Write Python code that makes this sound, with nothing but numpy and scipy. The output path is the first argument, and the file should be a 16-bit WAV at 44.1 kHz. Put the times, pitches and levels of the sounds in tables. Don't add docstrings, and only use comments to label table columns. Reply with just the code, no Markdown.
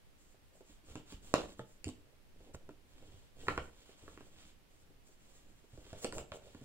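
import sys
import numpy as np
from scipy import signal
from scipy.fft import rfft, irfft
from scipy.io import wavfile
from scipy.ndimage import uniform_filter1d

SR = 44100
rng = np.random.default_rng(int(sys.argv[2]) if len(sys.argv) > 2 else 0)


def volts_from_db(level):
    exponent = np.asarray(level, float) / 20
    return 10 ** exponent


def transcribe(u):
    v = np.clip(np.atleast_2d(u).T, -1, 1)
    q = np.round(v * 32767).astype(np.int16)
    wavfile.write(sys.argv[1], SR, q)


N = 292868

# pitch_hz, density_db_per_hz
PORT_HISS = [(12, -21), (20, 3.5), (49, -13.5), (163, -18), (434, -22.5), (1220, -28.5), (2820, -29.5),
             (6360, -37), (7520, -38), (15800, -41), (16600, -72.5)]
# pitch_hz, t60_s
ROOM_T60 = [(60, 0.51), (300, 0.42), (1000, 0.27), (3000, 0.26), (8000, 0.29), (16000, .18)]
# pitch_hz, likeness_0_to_1
ROOM_ALIKE = [(60, 0.83), (300, 0.82), (700, 0.27), (1500, 0.25), (16000, 0.0068)]
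# pitch_hz, level_db
ROOM_DB = [(60, -5), (300, -5), (1000, -5), (3000, -4), (8000, -6.5), (16000, -9.5)]
# time_s, escape_db
ESCAPE = [(0.0, -4.5), (1.3, 0.5), (1.55, -12.5), (1.6, -3), (2.6, -7), (3.4, 2.5), (3.47, -2.2), (5.7, -2),
          (6.64, -1.5)]
# direct_lag_samples, level_db, glance_lag_samples, glance_share
PORTS = [
    (5, -1.2, 10, .3),
    (0, 1.2, 8, .3),
]

# pitch_hz, density_db_per_hz
SWAY_COLOUR = [(15, 7), (30, -8.5), (70, -4.5), (150, -13.5), (300, -14), (20000, -99)]
RUB_COLOUR = [(60, -10), (180, -8), (300, -5.5), (500, 4), (800, -6.5), (1300, -27), (20000, -101.5)]
RASP_COLOUR = [(400, -18), (1000, -3.5), (2000, -4.5), (3300, 3), (5000, -7), (7000, -19), (20000, -58)]
FIBRE_COLOUR = [(3000, -13), (5800, -7.5), (7500, 2), (8800, -9.5), (11000, -14), (16000, -11.5),
                (20000, -51.5)]
# start_s, length_s, rub_db
PRESSES = [(0.508, 0.085, -64.5), (0.676, 0.13, -74), (0.858, 0.09, -57), (0.942, 0.08, -56.5),
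           (1.202, 0.2, -65), (1.355, 0.13, -76), (1.877, 0.45, -75), (2.337, 0.24, -64), (2.55, 0.2, -67),
           (2.94, 0.33, -68), (3.347, 0.33, -55.5), (3.502, 0.19, -55), (3.7, 0.71, -70),
           (4.286, .3, -67.5), (5.142, 0.44, -71), (5.716, 0.27, -65), (5.903, 0.1, -54.5),
           (6.037, 0.14, -57), (6.098, 0.14, -48.5), (6.373, 0.18, -60.5), (6.546, .14, -59)]
# start_s, length_s, fibre_db, pressure_db (deepens hiss to rasp)
STROKES = [(0.171, 0.21, -72.5, -24), (0.437, .08, -83, -14), (0.527, 0.096, -74.5, -19),
           (0.633, 0.16, -71.5, -2.5), (0.842, 0.12, -65, 1), (0.943, 0.069, -71, 4), (1.053, 0.13, -65, 0),
           (1.218, 0.12, -64.5, -3.5), (1.395, .17, -65, 0.5), (1.564, 0.058, -70, 2),
           (1.646, .14, -70.5, -21), (2.357, 0.15, -77.5, 3.5), (2.863, 0.43, -74, 4),
           (3.356, 0.32, -65, -1), (3.49, 0.24, -68.5, -20), (3.607, 0.51, -74.5, 3.5),
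           (3.926, 0.43, -70.5, 0), (4.31, 0.23, -67, 2.5), (4.69, .16, -77, -12.5), (5.039, .12, -70, -14),
           (5.157, 0.38, -72, -2.5), (5.49, 0.24, -80, -2), (5.692, .16, -69, -1),
           (5.831, 0.18, -66.5, 3.5), (5.97, 0.09, -62, -6), (6.383, 0.38, -71.5, 2.5)]
# start_s, end_s, rub_db, rasp_db, fibre_db
TUGS = [
    (1.349, 1.416, -49.5, -52.5, -70),
    (1.846, 1.904, -77, -65, -63.5),
    (2.538, 2.556, -60, -74, -60.5),
    (3.483, 3.533, -47.5, -59, -66),
    (3.572, 3.632, -56, -89, -101),
    (6.021, 6.075, -54, -64, -58),
    (6.131, 6.215, -53.5, -70, -56),
    (6.223, 6.244, -61, -85, -87.5),
    (6.327, 6.374, -51, -67, -59),
]

# pitch_hz, level_db,
# t60_s
CLOTH = [(251.6, -10.5, 0.089), (296, -5, 0.071), (390, 4.5, 0.026), (501.7, 0.5, 0.047), (618, 8, 0.023),
         (855, -2.5, 0.086)]
WEAVE = [(1037, -6.5, 0.019), (1108, -4, 0.018), (1348, 1.5, 0.015), (1690, -3, 0.02), (2570, -2, 0.0075),
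         (2934, 18, 0.0021), (3770, 0, 0.0038)]
NEEDLE = [(2900, -2, .004), (3700, -3, .004), (4500, -2, .004), (5800, -4, .003), (7500, 0, .005),
          (8800, -6, .003), (11000, -16, .002)]
# start_s, peak_db, pitch_hz, t60_s
THUMPS = [(0.165, -83, 101, 0.13), (0.715, -55.5, 40.7, 0.19), (0.908, -51.5, 55, 0.071),
          (0.954, -49, 109.3, 0.13), (1.123, -55.5, 195, 0.061), (1.142, -43.5, 39.7, 0.075),
          (1.339, -58, 161.5, 0.36), (1.441, -47, 43.1, 0.068), (1.591, -45.5, 121, 0.13),
          (1.857, -41, 87, 0.067), (1.87, -41.5, 101, 0.063), (2.217, -67, 48.7, 0.069),
          (2.543, -44, 79.6, 0.06), (2.685, -54, 145.6, 0.051), (3.142, -48.5, 96, 0.037),
          (3.474, -42, 84, 0.2), (3.527, -41.5, 68.4, 0.07), (3.58, -38, 70, 0.06),
          (3.61, -51, 40.4, 0.083), (4.023, -57.5, 95, 0.13), (4.192, -73, 139, 0.17),
          (4.446, -61, 197, 0.071), (5.731, -49.5, 97, 0.048), (5.782, -47, 46.3, 0.061),
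          (5.928, -43, 103, 0.045), (6.047, -48, 195, 0.08), (6.163, -43.5, 52, 0.1),
          (6.317, -48, 97, 0.046), (6.548, -51, 99, 0.086), (6.61, -53.5, 132, 0.17)]
# start_s, cloth_peak_db, cloth_pitch_hz
NUDGES = [(0.343, -57, 402), (0.606, -49.5, 383), (0.694, -55.5, 280), (0.838, -58, 295),
          (2.404, -54.5, 397), (2.485, -55, 290), (2.706, -50, 297), (3.023, -52, 457), (3.891, -50, 382),
          (4.035, -51, 282), (4.73, -62, 350), (4.899, -58, 352), (5.09, -57.5, 400), (5.64, -57, 390),
          (5.733, -55, 207), (5.774, -48, 335), (5.866, -52, 345), (6.612, -48, 263)]
# start_s, cloth_peak_db, cloth_pitch_hz, weave_knock_db, needle_tick_db
POKES = [(0.954, -37.5, 296, -43.5, -48.5), (1.122, -43.5, 307, -52.5, -54), (1.592, -37, 483, -43, -63),
         (1.842, -50.5, 414, -61.5, -38), (1.868, -32.5, 267, -60, -64), (1.88, -51, 328, -66, -44.5),
         (1.888, -40, 252, -54, -47), (2.545, -43.5, 404, -47, -65), (2.69, -39.5, 390, -52.5, -65),
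         (3.468, -53, 202, -47, -70), (3.482, -31, 390, -25, -65), (3.503, -37.5, 274, -61, -60),
         (3.576, -30, 480, -30.5, -59), (4.078, -45, 355, -49, -73), (4.174, -47.5, 350, -51.5, -73),
         (4.206, -46, 372, -53, -74), (5.929, -40.5, 530, -50.5, -53), (6.035, -44, 520, -74, -51),
         (6.044, -27.5, 420, -36.5, -35), (6.123, -39, 417, -43, -45.5), (6.181, -46, 458, -44, -41),
         (6.318, -39.5, 620, -41, -64), (6.546, -44.5, 229, -56, -61)]
# peak_db, push_ms, recoil_ms, recoil_share, tick_db, ring_db
POP = (-8, 0.48, 1.25, 0.5, -21.5, -26.5)


def read(table, hz):
    f, v = np.transpose(table)
    return np.interp(np.log(np.maximum(hz, 1)), np.log(f), v)


def unit(x):
    return x / np.sqrt(np.mean(x ** 2))


def colour(x, table):
    gain = volts_from_db(read(table, np.fft.rfftfreq(N, 1 / SR)))
    return unit(irfft(rfft(x) * gain, N))


def walk(rate):
    hold = int(SR / rate)
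    levels = np.repeat(rng.standard_normal(N // hold + 1), hold)
    return unit(uniform_filter1d(levels, hold)[:N])


def add(out, s, blow):
    i = int(s * SR)
    out[i:i + len(blow)] += blow


def near(modes, hz, db_per_octave):
    return [(f, db - db_per_octave * abs(np.log2(f / hz)), t60) for f, db, t60 in modes]


def ring(modes, contact_s, detune, scatter_db):
    hz, db, t60 = np.array(modes, float).T[:, :, None]
    t = np.arange(SR // 4) / SR
    level_chance, pitch_chance, phase_chance = rng.standard_normal((3, len(modes), 1))
    onset = 1 - np.exp(-t / np.clip(contact_s, 5e-5, .02))
    decay = np.exp(-np.log(1000) * t / t60)
    tone = np.sin(2 * np.pi * hz * (1 + detune * pitch_chance) * t + .5 * phase_chance)
    y = (volts_from_db(db + scatter_db * level_chance) * onset * decay * tone).sum(axis=0)
    return y / np.abs(y).max()


def crack(top_hz):
    t = np.arange(SR // 50) / SR
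    y = rng.standard_normal(len(t)) * np.exp(-np.log(1000) * t / .005)
    y = signal.sosfilt(signal.butter(2, [600, top_hz], "band", fs=SR, output="sos"), y)
    return y / np.abs(y).max()


def port_hiss():
    hiss = np.array([colour(rng.standard_normal(N), PORT_HISS) for _ in PORTS])
    return volts_from_db(-65.0) * hiss * volts_from_db([[-.6], [.6]])


def room(x):
    t, tail = np.arange(SR // 2) / SR, 0
    rise = np.clip((t - .002) / .006, 0, 1) * volts_from_db(1.8 * walk(300)[:len(t)])
    for hz in 45 * 2 ** np.arange(0, 8.6, .5):
        sos = signal.butter(2, [hz / 2 ** .25, hz * 2 ** .25], "band", fs=SR, output="sos")
        mid, side = signal.sosfilt(sos, rng.standard_normal((2, len(t))))
        alike = np.clip(read(ROOM_ALIKE, hz), 0, 1)
        pair = np.sqrt(1 + alike) * mid + np.sqrt(1 - alike) * side * np.array([[1], [-1]])
        decay = rise * np.exp(-np.log(1000) * t / read(ROOM_T60, hz))
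        tail = tail + volts_from_db(read(ROOM_DB, hz)) * pair * decay / np.sqrt(2 * np.sum(decay ** 2))
    return signal.fftconvolve(x[None], tail, axes=1)[:, :N]


def swells(starts, lengths, levels_db):
    power = np.zeros(N + SR)
    for s, length, db in zip(starts, lengths, levels_db):
        arch = np.sin(np.pi * np.linspace(0, 1, int(length * SR))[1:-1])
        add(power, s, (volts_from_db(db) * arch ** 0.76) ** 2)
    return np.sqrt(power[:N])


def tugged(column):
    gain = np.zeros(N)
    for row in TUGS:
        gain[int(row[0] * SR):int(row[1] * SR)] = volts_from_db(row[column])
    return uniform_filter1d(gain, SR // 120)


def grains(rate, spread_db):
    clicks = (rng.random(N) < rate / SR) * rng.standard_normal(N)
    return clicks * volts_from_db(spread_db * np.minimum(rng.exponential(size=N), 3))


def frame_sway():
    lean, span, rub_db = np.transpose(PRESSES)
    gain = volts_from_db(-67.5) + swells(lean, span, rub_db - 1.5)
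    return gain * volts_from_db(2.9 * walk(5.7)) * colour(rng.standard_normal(N), SWAY_COLOUR)


def drag():
    start, length, hiss_db, pressure_db = np.transpose(STROKES)
    lean, span, rub_db = np.transpose(PRESSES)
    slip = volts_from_db(np.clip(2.5 * walk(35), -6, 4))
    rub = volts_from_db(-86) + swells(lean, span, rub_db - 7.5) + tugged(column=2)
    rasp = volts_from_db(-91.5) + swells(start, length, hiss_db + pressure_db + 1.5) + tugged(column=3)
    fibre = volts_from_db(-92) + swells(start, length, hiss_db) + tugged(column=4)
    rub = rub * colour(grains(500, spread_db=2.0), RUB_COLOUR)
    rasp = rasp * colour(grains(4000, spread_db=5.0), RASP_COLOUR)
    close = fibre * colour(grains(9000, spread_db=0.0), FIBRE_COLOUR)
    wide = fibre * colour(grains(9000, spread_db=0.0), FIBRE_COLOUR)
    return slip * (rub + rasp + close), .7 * slip * wide


def thumps():
    out = np.zeros(N + SR)
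    for s, db, hz, t60 in THUMPS:
        modes = [(hz, 0, t60), (1.6 * hz, -5, .7 * t60)]
        add(out, s, volts_from_db(db + 1.5) * ring(modes, .006, detune=.02, scatter_db=1.5))
    return out[:N]


def pokes():
    contact_s, peak_lag_s = 0.0017, .0014
    nudges = [(s, db, hz, db - 16.5, db - 19) for s, db, hz in NUDGES]
    out = np.zeros(N + SR)
    for s, cloth_db, cloth_hz, weave_db, tick_db in POKES + nudges:
        cloth = near(CLOTH, cloth_hz, 15.2)
        weave = near(WEAVE, 3.2 * cloth_hz, 3.)
        blow = volts_from_db(cloth_db) * ring(cloth, contact_s, detune=.03, scatter_db=2)
        blow += volts_from_db(weave_db + 8) * ring(weave, contact_s / 4, detune=.04, scatter_db=2)
        blow += volts_from_db(tick_db + 12) * ring(NEEDLE, contact_s / 6, detune=.05, scatter_db=2.5)
        add(out, s + peak_lag_s, blow)
        add(out, s + peak_lag_s, volts_from_db(weave_db + 3.5) * crack(top_hz=3320))
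    return out[:N]


def half_swing(ms, skew):
    return np.sin(np.pi * np.linspace(0, 1, int(ms * SR / 1000)) ** skew).clip(0)


def pop():
    pop_s = 1.33985
    db, push_ms, recoil_ms, share, tick_db, ring_db = POP
    out = np.zeros(N + SR)
    up, down = half_swing(push_ms, 1), half_swing(recoil_ms, .7)
    rebound = down[::2]
    add(out, pop_s, volts_from_db(db) * np.r_[up ** 1.5, -share * down ** .8, .22 * rebound, -.12 * rebound])
    add(out, pop_s, volts_from_db(tick_db) * ring(NEEDLE[:6], .0003, detune=.03, scatter_db=1.5))
    add(out, pop_s, volts_from_db(ring_db) * ring(near(CLOTH, 336, 9), .002, detune=.01, scatter_db=1.5))
    add(out, pop_s, volts_from_db(-14.5) * crack(top_hz=4150))
    add(out, pop_s, volts_from_db(-25) * ring(near(WEAVE, 1046, 12), .0002, detune=.01, scatter_db=1.5))
    return out[:N]


def at_ports(work):
    heard = []
    for lag, db, glance_lag, share in PORTS:
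        both = np.roll(work, lag) + share * np.roll(work, glance_lag)
        heard.append(volts_from_db(db) * both / (1 + share))
    return np.array(heard)


def scene():
    sliding, scattered = drag()
    work = frame_sway() + sliding + thumps() + pokes() + pop()
    escape = volts_from_db(np.interp(np.arange(N) / SR, *np.transpose(ESCAPE)))
    answer = room(work * escape) * volts_from_db([[-.8], [.8]])
    return at_ports(work) + scattered * np.array([[1], [-1]]) + answer


def roll_off(x):
    return signal.sosfilt(signal.butter(12, 16530, fs=SR, output="sos"), x)


def record(dry):
    heard = dry + port_hiss()
    heard = signal.sosfiltfilt(signal.ellip(8, .1, 30, 15750, fs=SR, output="sos"), heard)
    return roll_off(heard)


dry = scene()
out = record(dry)
transcribe(out)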